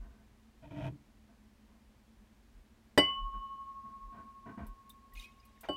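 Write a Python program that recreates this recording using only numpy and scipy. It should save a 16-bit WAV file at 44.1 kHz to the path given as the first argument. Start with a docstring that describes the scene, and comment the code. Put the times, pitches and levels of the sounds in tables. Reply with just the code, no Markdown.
"""In a quiet room, close to a hand-held phone, a beer bottle slides off a wooden shelf by stick-slip
friction and is tipped over a stemmed glass. Its neck strikes the rim and excites normal modes: the bowl
rings and beats, the bottle pings, the stem knocks the shelf. The first beer drips and fizzes into the
bowl, each bubble a small resonator, and the neck touches the rim again, more softly.
Handling noise, room air and the hum of an appliance lie underneath."""
import sys
import numpy as np
from scipy import signal
from scipy.fft import rfft, irfft
from scipy.io import wavfile

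SR = 44100
rng = np.random.default_rng(int(sys.argv[2]) if len(sys.argv) > 2 else 0)


def digitize_waveform(pressure):
    """Quantize a signal to 16-bit integers and store it at the path in sys.argv[1].

    Rows of a 2-D input are taken as channels; values are limited to [-1, 1].
    """
    field = np.atleast_2d(pressure).T
    bounded = np.clip(field, -1, 1)
    quanta = np.round(bounded * 32767).astype(np.int16)
    wavfile.write(sys.argv[1], SR, quanta)


N = 254016
T = np.arange(N) / SR
HZ = np.maximum(np.fft.rfftfreq(N, 1 / SR), 1)


# Neck on rim: t/s, gain/dB of glass, partners (re glass), bottle, shelf and crack, cut-off f/Hz
RIM_TOUCHES = [(2.976, 0.5, 0.5, 3, 0.5, 3.5, 16130), (5.6858, -6.5, -49, -35, -10.5, -16.5, 2700)]

def clinks(swell_s=0.0032, stem_lag_s=0.0018):
    """Impact excitation: a touch drives bowl, bottle and shelf; a softer contact passes less treble."""
    out = np.zeros(N)
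    for s, glass_db, partner_db, bottle_db, shelf_db, crack_db, cutoff_hz in RIM_TOUCHES:
        hit = undb(glass_db) * bowl(partner_db) + undb(bottle_db) * bottle()
        add(hit, stem_lag_s, undb(shelf_db) * shelf())
        hit *= rise(swell_s)  # the modes build up while neck and rim press together
        hit += undb(crack_db) * crack()
        pole = np.exp(-2 * np.pi * cutoff_hz / SR)
        add(out, s, signal.lfilter([1 - pole], [1, -pole], hit))
    return out


# Bowl modes: f/Hz, relative level/dB, T60/s
BOWL_MODES = [(1091.6, -36.6, 4.95), (2976.9, -27.5, .76), (4622, -41, .22), (8037, -45, .15),
              (9927, -42, .07), (12330, -50, .1), (13200, -55, .11)]
# Close partners of the low modes: f/Hz, relative level/dB, T60/s, polarity at the microphone
PARTNER_MODES = [(1103.4, -45.6, 5.4, -1), (2978.5, -29.6, .76, 1), (2956.5, -28, .3, -1)]

def bowl(partner_db):
    """Mode splitting: the bowl is not quite round, so its low modes beat with close partners."""
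    out = np.zeros(N)
    for hz, db, t60 in BOWL_MODES:
        add(out, 0, undb(db) * ring(hz, t60))
    for hz, db, t60, polarity in PARTNER_MODES:  # their share depends on where the rim is touched
        add(out, 0, polarity * undb(partner_db + db) * ring(hz, t60))
    return out


# Bottle modes: f/Hz, relative level/dB, T60/s, fractional rise in pitch
BOTTLE_MODES = [(1957, -26, .24, 0.058), (2212, -40, 0.27, 0.016), (3693, -31, 0.055, 0),
                (4800, -29, 0.11, 0.018), (5170, -43, 0.095, 0.055), (5540, -47, .18, 0.0081),
                (7800, -56.5, 0.14, 0.02), (8140, -34, 0.1, 0.0081), (8800, -52, 0.087, 0.0085),
                (9200, -55, 0.2, 0)]

def bottle():
    """Damped free vibration: the hand shortens the ping, and shifting beer bends its modes upward."""
    out = np.zeros(N)
    for hz, db, t60, bend in BOTTLE_MODES:
        add(out, 0, undb(db) * ring(hz, t60, bend))
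    return out


# Modes of the shelf and the air in its alcove: f/Hz, relative level/dB, T60/s
SHELF_MODES = [(63, -41, .4), (88, -42, .25), (126, -42, .28), (154, -41, .22), (188, -36, .22),
               (274, -28, .12), (296, -20.5, .155), (334, -29, .15), (383, -25.5, .16), (513, -25.5, .11),
               (563, -25, .1), (604, -19.5, .11), (710, -29, .13), (738, -31, .13), (826, -27, .13),
               (1357, -40, .14), (1575, -41, .16)]

def shelf():
    """Structure-borne sound: the blow travels down the stem and excites short-lived modes."""
    out = np.zeros(N)
    for k, (hz, db, t60) in enumerate(SHELF_MODES):
        add(out, 0, (-1) ** k * undb(db) * ring(hz, t60))
    return out


# Contact noise: f/Hz, relative spectrum level/dB
CRACK_SPECTRUM = [(100, -16), (300, 7), (450, 4), (700, 4), (1100, -6.5), (1900, -7.5), (2600, -14.5),
                  (3700, -18), (5200, -21), (6600, -28.5), (8200, -20.5), (10800, -33.5), (12400, -27),
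                  (16000, -37.5)]

def crack(press_s=0.00081, direct_db=-18.5, direct_t60=0.075, alcove_db=-47.5, alcove_t60=0.49):
    """Scattering: the alcove draws the broadband noise of contact out into a faint tail."""
    out = np.zeros(N)
    for db, t60 in (direct_db, direct_t60), (alcove_db, alcove_t60):
        contact = colour(noise(), CRACK_SPECTRUM) * rise(press_s)
        add(out, 0, undb(db) * burst(contact, t60))
    return out


# Pushes of the bottle over the wood: t/s, duration/s, starting level/dB of boom and of grit
SLIDE_PUSHES = [(0.622, 0.052, -53.5, -59), (0.707, 0.16, -46.5, -54), (0.841, 0.026, -40.5, -50.5)]
# Low and high resonances of the slide: f/Hz, width/Hz, relative level/dB
BOOM_PEAKS = [(72, 28, -8.5), (120, 25, -2), (288, 15.3, -5), (374, 7.1, -34)]
GRIT_PEAKS = [(630, 36.5, 5.5), (919, 34, -0.5), (1470, 270, -14.5), (1870, 41, -11.5), (2470, 135, -11.5),
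              (3020, 290, -17.5)]

def slide(attack_s=0.0073, growth_db_per_s=35, scratch_db=-25, judder_hz=45.2, judder_db=2):
    """Stick-slip friction: the knurled base catches on the wood; the boom lingers after lift-off."""
    boom_env, grit_env = np.zeros(N), np.zeros(N)
    for s, length, boom_db, grit_db in SLIDE_PUSHES:  # each push gathers speed until it ends
        add(boom_env, s, undb(boom_db) * stroke(attack_s, length, growth_db_per_s, t60=0.26))
        add(grit_env, s, undb(grit_db) * stroke(attack_s, length, growth_db_per_s, t60=0.12))
    slips = clicks(per_s=1200, spread_db=1)
    scratch = resonate(slips, [(5150, 1200, 0), (7500, 2500, -15)])
    grit = resonate(slips, GRIT_PEAKS) + undb(scratch_db) * scratch
    judder = undb(judder_db * wobble(judder_hz))  # the base catches unevenly
    return boom_env * resonate(slips, BOOM_PEAKS) + grit_env * judder * grit


# Drops landing on the bowl: t/s, level/dB
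DROP_HITS = [(4.666, -57.5), (4.894, -52), (5.135, -58), (5.198, -61), (5.451, -62.5), (5.608, -51.5),
             (5.73, -66)]
# Tick of liquid on glass: f/Hz, relative spectrum level/dB
TICK_SPECTRUM = [(1500, -22), (3700, -8), (6000, -12), (8200, -7.5), (12500, 1), (16000, -6)]

def drops(attack_s=0.001, ring_db=-17, lowest_hz=6000):
    """Impulse response: each drop ticks on the bowl and excites only its highest modes."""
    out = np.zeros(N)
    for s, db in DROP_HITS:
        tick = colour(noise(), TICK_SPECTRUM) * rise(attack_s)
        add(out, s, undb(db) * burst(tick, t60=0.078))
        for hz, _, t60 in BOWL_MODES:
            if hz > lowest_hz:
                add(out, s, undb(db + ring_db) * ring(hz, t60))
    return out


# Spurts of beer: t/s, duration/s, fizz drive level/dB, splash level/dB
BEER_SPURTS = [(5.149, 0.094, -59.5, -80), (5.631, 0.017, -68.5, -50)]
# Band of the low splash: f/Hz, width/Hz, relative level/dB
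SPLASH_BAND = [(730, 980, 0)]

def pour(foam_db=-78.5, spray_db=-12.5):
    """Air entrainment: spurts splash, trap bubbles and throw a fine spray against the bowl."""
    flow, splash_env = np.zeros(N), np.zeros(N)
    for s, length, fizz_db, splash_db in BEER_SPURTS:
        spurt = stroke(attack_s=0.0036, length_s=length, t60=0.15)
        add(flow, s, undb(fizz_db) * spurt)
        add(splash_env, s, undb(splash_db) * spurt)
    foam = fizz(flow + undb(foam_db), start_s=BEER_SPURTS[0][0])
    bubbling = alcove(foam + bubbles())
    spray = undb(spray_db) * flow * colour(noise(), TICK_SPECTRUM)
    splash = splash_env * resonate(resonate(noise(), SPLASH_BAND), SPLASH_BAND)
    return splash + spray + bubbling


# Large single bubbles, the first row a brief ringing splat as a drop lands: t/s, f/Hz, level/dB, T60/s
LARGE_BUBBLES = [(4.902, 3650, -42.5, .015), (5.123, 1930, -59, .07), (5.173, 2484, -43, 0.068),
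                 (5.197, 3730, -39, .023), (5.226, 2400, -50, .07), (5.241, 2502, -49, 0.18),
                 (5.3985, 4960, -60.5, .036), (5.43, 2450, -62, .1), (5.576, 1810, -54, .04),
                 (5.638, 1890, -54, .057), (5.639, 2350, -48, 0.08)]

def bubbles(pinch_s=0.0011):
    """Bubble resonance: trapped gas pulsates as it pinches off, and the tone rises in pitch."""
    out = np.zeros(N)
    for s, hz, db, t60 in LARGE_BUBBLES:
        tone = ring(hz, t60, bend=0.027)
        add(out, s, undb(db) * tone * rise(pinch_s)[:len(tone)])
    return out


def fizz(flow, start_s, count=1100, low_hz=2100, high_hz=13000, gain_db=-2, tilt_db=-8, spread_db=3):
    """Resonance varies inversely with size: smaller bubbles chirp higher and fainter; flow sets level."""
    out = np.zeros(N)
    for when, smallness, luck in rng.random((count, 3)):
        s = start_s + when * (T[-1] - start_s)
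        hz = low_hz * (high_hz / low_hz) ** smallness
        db = gain_db + tilt_db * smallness + spread_db * min(-np.log(1 - luck), 3)
        chirp = ring(hz, t60=80 / hz, bend=0.18)
        add(out, s, flow[int(s * SR)] * undb(db) * chirp)
    return out


def alcove(x, wet_db=-5, t60=0.081):
    """Reverberation: dense reflections add a brief smear to the direct sound."""
    echo = burst(noise(), t60)
    return x + undb(wet_db) * signal.fftconvolve(x, echo / np.linalg.norm(echo))[:N]


# Rubs of hand and sleeve: t/s, attack/s, duration/s, level/dB
HAND_RUBS = [(0.0, .02, 0.23, -58.5), (1.285, .01, 0.035, -61.5), (1.67, .03, 0.069, -64),
             (3.331, .01, .025, -54), (3.829, .015, 0.098, -61.5), (4.115, 0.055, 0.094, -46),
             (4.456, 0.0077, 0.054, -45), (4.575, .003, 0.045, -43)]
# Hollow resonances of a rub: f/Hz, width/Hz, relative level/dB
RUB_PEAKS = [(119, 60, -2), (215, 25, 7.5), (406, 39, -8), (680, 15, -1), (1004, 160, -10.5),
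             (1524, 34, -8), (1865, 77, -18), (2360, 69, -21.5), (2700, 190, -30)]
# Shifts of the phone in the hand: centre t/s, level/dB, f/Hz
PHONE_SHIFTS = [(0.016, -39.5, 42), (0.095, -47, 58.2), (2.198, -57, 45), (2.57, -52, 38), (3.244, -34, 36),
                (3.373, -39, 39), (4.064, -45, 39), (4.63, -42.5, 70), (4.7, -42, 38), (5.181, -42, 40)]

def handling(sag_db_per_s=44, rock_cycles=4.83):
    """Friction and rocking: grainy rubs fade as pressure eases; each shift sways the phone briefly."""
    pressure, rumble = np.zeros(N), np.zeros(N)
    for s, attack, length, db in HAND_RUBS:
        add(pressure, s, undb(db) * stroke(attack, length, -sag_db_per_s, t60=0.27))
    for s, db, hz in PHONE_SHIFTS:
        swell = np.exp(-(np.pi * (T - s) * hz / rock_cycles) ** 2)
        rumble += undb(db) * swell * np.sin(2 * np.pi * (hz * T + rng.random()))
    grains = clicks(per_s=1200, spread_db=2.5)
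    return pressure * resonate(grains, RUB_PEAKS) + rumble


# Room air: f/Hz, relative spectrum level/dB
AIR_SPECTRUM = [(15, -32.5), (25, -11), (49, -1.5), (70, -3), (82, -11.5), (120, -11), (179, -26.5),
                (216, -4), (248, -15.5), (500, -24.5), (620, -25), (1060, -26.5), (1390, -30.5),
                (1640, -29), (15800, -46.5)]

def room(air_db=-63, hum_db=-71.5, hum_hz=217.2, hum_width_hz=17):
    """Ambient noise: broadband air, and an appliance whose narrow band is heard as a wavering hum."""
    air = undb(air_db) * colour(noise(), AIR_SPECTRUM)
    hum = undb(hum_db) * resonate(noise(), [(hum_hz, hum_width_hz, 0)])
    return air + hum


def undb(db):
    """Amplitude ratio of a level in decibels."""
    return 10 ** (np.asarray(db) / 20)


def unit(x):
    """Normalisation to rms 1."""
    return x / np.sqrt(np.mean(x ** 2))


def colour(x, points):
    """Spectral shaping through (f/Hz, level/dB) points, at rms 1."""
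    hz, db = np.transpose(points)
    response = undb(np.interp(np.log(HZ), np.log(hz), db))
    return unit(irfft(rfft(x) * response, N))


def resonate(x, peaks):
    """Steep parallel resonances (f/Hz, width/Hz, level/dB), at rms 1."""
    response = sum(undb(db) / (1 + .5j * hz / width * (HZ / hz - hz / HZ)) ** 2
                   for hz, width, db in peaks)
    return unit(irfft(rfft(x) * response, N))


def noise():
    """White noise."""
    return rng.standard_normal(N)


def clicks(per_s, spread_db):
    """Shot noise: tiny random impacts of uneven size."""
    impulses = (rng.random(N) < per_s / SR) * np.sign(noise())
    return impulses * undb(spread_db * np.clip(noise(), -2, 2))


def wobble(hz):
    """Random modulation with a spread near 1."""
    steps = np.arange(0, T[-1] + 1 / hz, 1 / hz)
    return np.interp(T, steps, noise()[:len(steps)])


def rise(tau_s):
    """Exponential approach from 0 to 1."""
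    return 1 - np.exp(-T / tau_s)


def fade(t60):
    """Exponential decay over 90 dB."""
    t = T[:int(1.5 * t60 * SR) + 2]
    return np.exp(-np.log(1000) * t / t60)


def ring(hz, t60, bend=0, bend_s=0.048):
    """Damped sinusoid whose pitch creeps up toward hz * (1 + bend)."""
    env = fade(t60)
    pitch = hz * (1 + bend * (1 - np.exp(-T[:len(env)] / bend_s)))
    return env * np.sin(2 * np.pi * np.cumsum(pitch) / SR)


def burst(x, t60):
    """The start of x under exponential decay."""
    env = fade(t60)
    return x[:len(env)] * env


def stroke(attack_s, length_s, growth_db_per_s=0, *, t60):
    """Envelope of driven motion followed by free decay."""
    t = T[:max(int(length_s * SR), 2)]
    held = (1 - np.exp(-t / attack_s)) * undb(growth_db_per_s * t)
    return np.r_[held, held[-1] * fade(t60)]


def add(out, s, x):
    """Superposition of x on out from time s."""
    i = max(int(s * SR), 0)
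    out[i:i + len(x)] += x[:N - i]


def scene():
    """Superposition of all sources at one microphone."""
    return (clinks() + slide() + handling() + drops() + pour() + room())[None]


def record(dry):
    """Band limiting: the phone cuts the treble above 15.8 kHz."""
    return signal.sosfilt(signal.ellip(10, .2, 70, 15800, fs=SR, output="sos"), dry)


dry = scene()
out = record(dry)
digitize_waveform(out)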